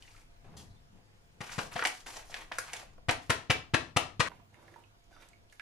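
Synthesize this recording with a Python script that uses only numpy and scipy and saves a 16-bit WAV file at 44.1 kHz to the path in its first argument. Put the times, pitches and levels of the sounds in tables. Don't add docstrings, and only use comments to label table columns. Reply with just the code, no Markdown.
import sys
import numpy as np
from scipy import signal
from scipy.fft import rfft, irfft
from scipy.io import wavfile
from scipy.ndimage import uniform_filter1d

SR = 44100
rng = np.random.default_rng(int(sys.argv[2]) if len(sys.argv) > 2 else 0)


def to_wav(sig):
    pcm = np.clip(np.atleast_2d(sig), -1, 1) * 32767
    pcm = np.round(pcm).astype(np.int16)
    wavfile.write(sys.argv[1], SR, pcm.T)


N = 247401
CUT_S = 4.288

# frequency in Hz, relative level in dB.
NOISE_COLOUR = [(24, -16.5), (40, -2.5), (54, -7.5), (174, -13), (317, -12.5), (669, -15.5), (739, -21.5),
                (797, -16), (4340, -24.5), (6630, -30.5), (15500, -40.5)]
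# frequency in Hz, likeness from -1 to 1.
NOISE_LIKENESS = [(60, 0.15), (240, 0.29), (950, -0.6), (3770, -0.55), (15000, -0.52)]
# time in seconds, flutter level in dB, drone level in dB.
RUMBLE_LEVELS = [(0, -56, -75), (.14, -59, -68.5), (.36, -58.5, -75), (.5, -59, -52.5), (.64, -63, -54),
                 (.86, -59, -66.5), (1.03, -65.5, -68.5), (1.38, -70, -69.5), (1.5, -56, -60.5),
                 (1.7, -58, -63), (1.98, -65.5, -69.5), (2.3, -52.5, -66.5), (2.66, -69, -65.5),
                 (3.05, -54.5, -65), (3.4, -72, -67.5), (4.33, -66.5, -62.5), (4.5, -80, -66),
                 (4.85, -68, -74), (5.4, -65.5, -77), (5.61, -68, -78.5)]
# pitch in Hz, typical level in dB.
ELECTRIC_TONES = [(100.5, -75), (689.1, -81), (6659, -93), (15068, -100)]
# frequency in Hz, seconds to fade by 60 dB.
ECHO_TIMES = [(100, 0.44), (700, 0.32), (1840, 0.27), (4850, 0.3), (12000, .2)]
# frequency in Hz, gain in dB.
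MIC_RESPONSE = [(8000, 0), (11000, -3), (13000, -11.5), (15500, -28)]
# frequency in Hz, lag in radians when facing is 1, gain in dB.
RIGHT_MIC = [(0, 1, 1.5), (400, -0.44, 1), (1250, 0.98, -2), (2000, -0.53, -0.5), (4150, -0.5, -2),
             (6030, -0.93, 0), (8200, -1.5, -7.5), (10090, -1.5, -1), (12300, -4, 5.5)]
# pitch in Hz, width in Hz, relative level in dB.
POT_RINGS = [(1480, 80, 2), (1930, 210, -10), (3650, 61, -4), (4750, 57, -6), (5710, 53, -8)]
POUCH_RINGS = [(456, 44, -23), (1056, 110, -0.5), (1332, 67, 10), (1803, 310, 6), (2580, 690, -2.5)]
# frequency in Hz, relative level in dB.
FILM_COLOUR = [(150, -28.5), (250, -1.5), (398, -4.5), (704, -2), (781, -5), (961, -4), (1510, -8),
               (2950, -5.5), (9220, -19.5), (11300, -24.5), (15500, -49)]
# time in seconds, dB louder on the left.
PACKET_PAN = [(0.5, 6), (1.4, 0.5), (2.6, -1), (3.3, -3), (4.2, 3)]
# start in seconds, hold in seconds, strength in dB.
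SPOON_DRAGS = [(4.527, 0.19, -82), (5.097, 0.062, -69.5)]
# start in seconds, hold in seconds, level in dB,
# then treble and body in dB compared with that level.
SPOON_SWEEPS = [(4.278, .02, -62.5, -8, 3.5), (4.52, 0.27, -69.5, -3.5, 5.5), (5.1, 0.095, -70, -6.5, 2.5),
                (5.19, 0.025, -61.5, -5, -5), (5.5, 0.015, -73, 6.5, -12)]
POWDER_SLIDES = [(0, .19, -65.5, 1.5, -8.5), (.44, 0.17, -68.5, -10, 7.5), (.565, 0.01, -56, 5.5, -11),
                 (.92, 0.094, -79.5, -14, 7.5)]
HAND_SQUEEZES = [(1.402, .055, -48, -5, -13), (1.495, .055, -49, -1, -23), (1.58, 0.038, -46.5, 0, -0.5),
                 (1.705, .04, -49, -2.5, -12), (1.755, .125, -44, -8, -16), (1.89, 0.091, -56.5, 2, -26),
                 (2.055, 0.1, -47, -1.5, -10), (2.245, 0.023, -60.5, 3, -10),
                 (2.295, .11, -50.5, -4.5, -8.5), (2.52, 0.27, -52, -4, -25),
                 (2.725, 0.032, -52.5, -24, -1.5), (3.21, .06, -65.5, 5.5, -12)]
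# start in seconds, peak in dB, ring pitch in Hz,
# treble in dB compared with the ring.
SPOON_KNOCKS = [(4.316, -43, 1045, -17), (4.398, -54.5, 981, -18.5), (4.543, -46.5, 1780, -10),
                (4.678, -49.5, 1820, -16), (4.74, -50.5, 1750, -23), (4.76, -45, 900, -12),
                (5.022, -64, 2390, -14), (5.04, -60.5, 6200, -5), (5.164, -50.5, 1280, -7.5),
                (5.223, -52, 3520, 0), (5.287, -51.5, 7460, 1.5), (5.498, -56, 3500, -4),
                (5.525, -47, 1810, 0), (5.596, -32, 1730, -17)]
RIM_PINGS = [(4.838, -54, 2610, -12), (5.126, -57, 1510, -6.5), (5.332, -52.5, 2250, -20.5)]
LUMP_LANDINGS = [(.024, -40.5, 2960, -2), (.05, -53, 1950, -15), (.077, -47.5, 2150, -21),
                 (.105, -55, 2250, -15), (.148, -51, 1290, -12), (.165, -49, 2160, -18),
                 (.18, -54.5, 1310, -14), (.217, -53.5, 2200, -14)]
FINGER_SQUEAKS = [(0.571, -52, 4200, -4), (0.577, -54, 3300, -5), (0.699, -64, 4000, -20),
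                  (0.761, -65, 3570, -20)]
SOFT_BUMP = [(.925, -53, 188, -30)]
CREASE_SNAPS = [(0.573, -49, 4400, 2), (1.407, -34.5, 1510, -4), (1.439, -42, 1800, -7),
                (1.466, -51, 1890, -20), (1.493, -33.5, 1400, -12), (1.533, -36, 1360, -20),
                (1.581, -37, 1730, 4.5), (1.591, -19, 1290, -23), (1.76, -26.5, 724, -27),
                (1.792, -20, 1240, -24), (1.794, -32.5, 3200, -23), (1.824, -16.5, 1210, -28),
                (1.839, -22, 1220, -3), (1.851, -12.5, 1850, -26), (1.856, -22, 720, 2),
                (1.871, -20, 2110, 5.5), (1.88, -47, 860, -16), (1.938, -50.5, 700, -20),
                (2.063, -39, 1480, -13), (2.088, -41.5, 750, -20), (2.122, -51, 710, -20),
                (2.172, -38.5, 500, -10), (2.297, -43.5, 650, -13), (2.342, -21.5, 1800, -11.5),
                (2.515, -29.5, 710, -22), (2.519, -26.5, 1690, -16), (2.534, -50, 764, -16),
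                (2.585, -16, 1430, -1.5), (2.677, -47, 1050, -18), (2.733, -24.5, 2000, -0.5),
                (2.766, -35, 2500, 0.5), (2.829, -43.5, 600, -15.5), (2.98, -48, 600, -17),
                (3.093, -13.5, 1540, -26), (3.11, -22, 790, 3), (3.302, -12.5, 1420, -1),
                (3.307, -23, 1720, -14.5), (3.502, -14, 2230, -15), (3.507, -14, 1830, -10),
                (3.515, -18, 1850, -1.5), (3.743, -12.5, 1520, -36), (3.748, -24, 1290, -1),
                (3.968, -20, 1100, 7), (3.972, -26, 1280, -26), (4.205, -12.5, 1370, -24.5),
                (4.262, -27, 1335, -26.5), (4.273, -26, 1140, -8)]
# start in seconds, air push strength in dB, push pitch in Hz,
# crumple strength in dB, treble in dB compared with the crumple.
PALM_SLAPS = [(1.406, -36.5, 144, -37, -1.5), (1.581, -29, 141, -29.5, 1), (1.756, -37, 146, -31.5, -4),
              (3.085, -26.5, 105, -21, -2), (3.296, -26, 105.6, -18.5, 0), (3.498, -23, 113, -20.5, -5.5),
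              (3.737, -22.5, 116, -19, -0.5), (3.963, -24.5, 120, -18.5, -2), (4.196, -24.5, 124, -20, 3.5)]


def amp(db):
    return 10 ** (np.asarray(db) / 20)


def evened(x):
    return x / np.sqrt(np.mean(x ** 2) + 1e-20)


def read(points, hz):
    f, value = np.transpose(points)
    return np.interp(np.log(hz + 1), np.log(f + 1), value)


def add(mix, s, sound):
    part = mix[..., round(s * SR):][..., :sound.shape[-1]]
    part += sound[..., :part.shape[-1]]


def band(x, lo_hz, hi_hz):
    return signal.sosfilt(signal.butter(2, [lo_hz, hi_hz], "bandpass", fs=SR, output="sos"), x)


def resonate(x, hz, width):
    r = np.exp(-np.pi * width / SR)
    return signal.lfilter([1 - r, 0, r - 1], [1, -2 * r * np.cos(2 * np.pi * hz / SR), r * r], x)


def panned(x, pan_db):
    return x * amp(np.array([[1], [-1]]) * pan_db / 2)


def stroke(start, hold, rise, fall_db_per_s):
    t = np.arange(N) / SR - start
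    return np.clip(t / rise, 0, 1) * amp(-fall_db_per_s * np.maximum(t - rise - hold, 0))


def crackle(length, per_s, spread_db, hiss):
    chance, size = rng.random(length), rng.exponential(1, length)
    sign, noise = rng.standard_normal((2, length))
    ticks = (chance < per_s / SR) * np.sign(sign) * amp(spread_db * np.minimum(size, 4))
    return evened(evened(ticks) + hiss * noise)


def clicks(rows, pan, per_s, sharpness, fade_s, body_db, widen=0):
    out, t = np.zeros((2, N)), np.arange(6000) / SR
    fade = (amp(-60 * t / fade_s) + 0.71 * amp(-60 * t / 0.0033)) * np.minimum(t / 0.00019, 1)
    for s, db, hz, treble_db in rows:
        a, b = (crackle(len(t), per_s, spread_db=4, hiss=1) for _ in range(2))
        burst = np.array([a, 0.78 * a + 0.6 * b]) * fade
        width = hz / sharpness * (hz / 1000) ** widen
        ring = resonate(resonate(burst, hz, width), hz, 2 * hz)
        edge, body = band(burst, 2800, 10000), band(burst, 0.33 * hz, 0.68 * hz)
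        ring, edge, body = (x / abs(x).max() for x in (ring, edge, body))
        sound = ring + amp(treble_db) * edge + amp(body_db) * body
        add(out, s, panned(amp(db) * sound, np.interp(s, *np.transpose(pan))))
    return out


def friction(rows, rise_s, fall_db_per_s, rest_db, span_s,
             per_s, spread_db, pan_db, surge_db, hiss, top_db):
    rest = amp(rest_db) * stroke(span_s[0], span_s[1] - span_s[0], .01, 400)
    moves = [amp([[db], [db + treble_db], [db + body_db]]) * stroke(s, hold, rise_s, fall_db_per_s)
             for s, hold, db, treble_db, body_db in rows]
    level, treble, body = np.sqrt(rest ** 2 + sum(m ** 2 for m in moves))
    a, b = (crackle(N, per_s, spread_db, hiss) for _ in range(2))
    grains = np.array([a, 1.24 * a + 1.03 * b])
    slow = uniform_filter1d(uniform_filter1d(rng.standard_normal((5, N)), 400), 400)
    surges = amp(surge_db * evened(slow[0] + slow[1:]))
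    bands = [(body, 282, 1190), (level, 730, 3140), (treble, 2280, 7600),
             (amp(top_db) * treble, 5640, 12360)]
    sound = sum(gain * surge * evened(band(grains, lo, hi))
                for (gain, lo, hi), surge in zip(bands, surges))
    return panned(sound, pan_db)


def room_noise(level_db=-67.5):
    frames, hz = N // 256 + 5, np.fft.rfftfreq(1024, 1 / SR)
    a, b, c, d, flicker = rng.standard_normal((frames, 513, 5)).T
    flicker = evened(uniform_filter1d(uniform_filter1d(flicker, 12, 0), 14, 1))
    same = read(NOISE_LIKENESS, hz)[:, None]
    left = a + 1j * b
    right = same * left + np.sqrt(1 - same ** 2) * (c + 1j * d)
    spectrum = np.array([left, right]) * amp(read(NOISE_COLOUR, hz)[:, None] + 2.1 * flicker)
    noise = signal.istft(spectrum, nperseg=1024, noverlap=768)[1][:, :N]
    return amp(level_db) * noise / np.std(band(noise, 150, 15000))


def rumble():
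    s, flutter_db, drone_db = np.transpose(RUMBLE_LEVELS)
    t, noise = np.arange(N) / SR, rng.standard_normal((3, N))
    noise = panned(noise[0] + .5 * noise[1:], np.where(t < CUT_S, 3.5, -3))
    flutter, drone = evened(band(band(noise, 9.2, 37), 5, 45)), evened(band(noise, 65, 170))
    return amp(np.interp(t, s, flutter_db)) * flutter + amp(np.interp(t, s, drone_db)) * drone


def electric_tones():
    t, out = np.arange(N) / SR, np.zeros(N)
    for hz, db in ELECTRIC_TONES:
        waver = amp(5.1 * evened(uniform_filter1d(rng.standard_normal(N), 3000)))
        out += np.sqrt(2) * amp(db) * waver * np.sin(2 * np.pi * hz * t)
    return out


def kitchen(x, echo_db=-5):
    bounces = np.zeros((2, SR // 2))
    at = np.arange(100, SR // 2 - 20, 20) + rng.integers(0, 20, (2, (SR // 2 - 101) // 20))
    np.put_along_axis(bounces, at, rng.choice([-1., 1.], at.shape), 1)
    hz, t, spectrum = signal.stft(bounces, SR, nperseg=256)
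    spectrum[1, hz < 450] = spectrum[0, hz < 450]
    fade = amp(-60 * t / read(ECHO_TIMES, hz)[:, None] - 5.9 * (hz[:, None] < 260))
    tail = signal.istft(spectrum * fade, SR, nperseg=256)[1]
    return x + amp(echo_db) * signal.fftconvolve(x, tail / np.linalg.norm(tail[0]), axes=1)[:, :N]


def microphones(x, facing):
    hz, spectrum = np.fft.rfftfreq(N + 999, 1 / SR), rfft(x, N + 999)
    f, lag, db = np.transpose(RIGHT_MIC)
    spectrum[1] *= amp(np.interp(hz, f, db)) * np.exp(-1j * facing * np.interp(hz, f, lag))
    return irfft(spectrum * amp(read(MIC_RESPONSE, hz)), N + 999)[:, :N]


def scrape():
    motion = sum(amp(db) * stroke(s, hold, 0.038, 180) for s, hold, db in SPOON_DRAGS)
    drag = motion * crackle(N, 1800, spread_db=7, hiss=0.75)
    rings = sum(amp(db) * evened(resonate(drag, hz, width)) for hz, width, db in POT_RINGS)
    return panned(rings * np.std(drag), -1)


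def stirring():
    sweeps = friction(SPOON_SWEEPS, rise_s=0.02, fall_db_per_s=180, rest_db=-79.5, span_s=(4.29, 5.61),
                      per_s=4500, spread_db=5, pan_db=-1, surge_db=2, hiss=0.92, top_db=-4)
    scrapes = scrape()
    knocks = clicks(SPOON_KNOCKS, [(0, -8.5)], 1500, sharpness=7.8, fade_s=0.027, body_db=-24)
    pings = clicks(RIM_PINGS, [(0, -11)], 1500, sharpness=37, fade_s=0.025, body_db=-23)
    return sweeps + scrapes + knocks + pings


def pouring():
    powder = friction(POWDER_SLIDES, rise_s=0.005, fall_db_per_s=225, rest_db=-76, span_s=(0, 1.4),
                      per_s=4000, spread_db=2.5, pan_db=4, surge_db=2, hiss=0.84, top_db=-4.5)
    lumps = clicks(LUMP_LANDINGS, [(0, -.4)], 3400, sharpness=5.3, fade_s=0.051, body_db=-24)
    squeaks = clicks(FINGER_SQUEAKS, [(0, 2.5)], 2800, sharpness=25, fade_s=0.18, body_db=-22)
    bump = clicks(SOFT_BUMP, [(0, 5.2)], 2400, sharpness=7.2, fade_s=0.35, body_db=-24)
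    return powder + lumps + squeaks + bump


def packet(x, ring_db=-1):
    hz = abs(np.fft.fftfreq(4096, 1 / SR))
    log_gain = np.log(amp(read(FILM_COLOUR, hz)))
    response = np.fft.ifft(np.exp(np.conj(signal.hilbert(log_gain)))).real[:2048]
    film = signal.oaconvolve(x, response[None] / np.linalg.norm(response), axes=1)[:, :N]
    return film + sum(amp(db + ring_db) * resonate(film, f, width) for f, width, db in POUCH_RINGS)


def shaking():
    snaps = clicks(CREASE_SNAPS, PACKET_PAN, 3300, sharpness=2.13, fade_s=0.038, body_db=-14.5, widen=.6)
    rustle = friction(HAND_SQUEEZES, rise_s=0.013, fall_db_per_s=230, rest_db=-78.5, span_s=(1.41, 2.95),
                      per_s=1500, spread_db=3.5, pan_db=4, surge_db=3, hiss=0.95, top_db=-6)
    return snaps + rustle


def slaps(rise_s=0.0094, fade_s=0.039):
    push, crumple, t = np.zeros(N), np.zeros((2, N)), np.arange(8000) / SR
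    after = np.maximum(t - rise_s, 0)
    fall = amp(-60 * after / fade_s) + amp(-18.5 - 60 * after / 0.38)
    swell = (0.21 + 0.52 * np.minimum(t / rise_s, 1) ** 2) * fall
    for s, push_db, hz, crumple_db, treble_db in PALM_SLAPS:
        turns = hz * t
        swing = np.sin(2 * np.pi * (turns + 0.15)) * np.minimum(t / 0.0012, 1)
        add(push, s, amp(push_db - 5.4 * turns ** 3) * swing)
        a, b = (crackle(len(t), 2500, spread_db=2, hiss=1) for _ in range(2))
        burst = amp(crumple_db) * swell * np.array([a, 0.62 * a + 0.47 * b])
        add(crumple, s, band(burst, 140, 5000) + amp(treble_db) * band(burst, 3110, 15000))
    return panned(push, 8) + panned(packet(crumple), 2.8)


def scene():
    before_cut = np.clip((CUT_S - np.arange(N) / SR) / 0.0014, 0, 1)
    emptying, spoon = slaps() + shaking() + pouring(), stirring()
    emptying = microphones(before_cut * kitchen(emptying), facing=1)
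    spoon = microphones(kitchen(spoon), facing=-0.44)
    return emptying + spoon + room_noise() + rumble() + electric_tones()


def record(dry):
    return signal.oaconvolve(dry, signal.firwin(511, 15500, window=("kaiser", 9), fs=SR)[None], "same")


dry = scene()
out = record(dry)
to_wav(out)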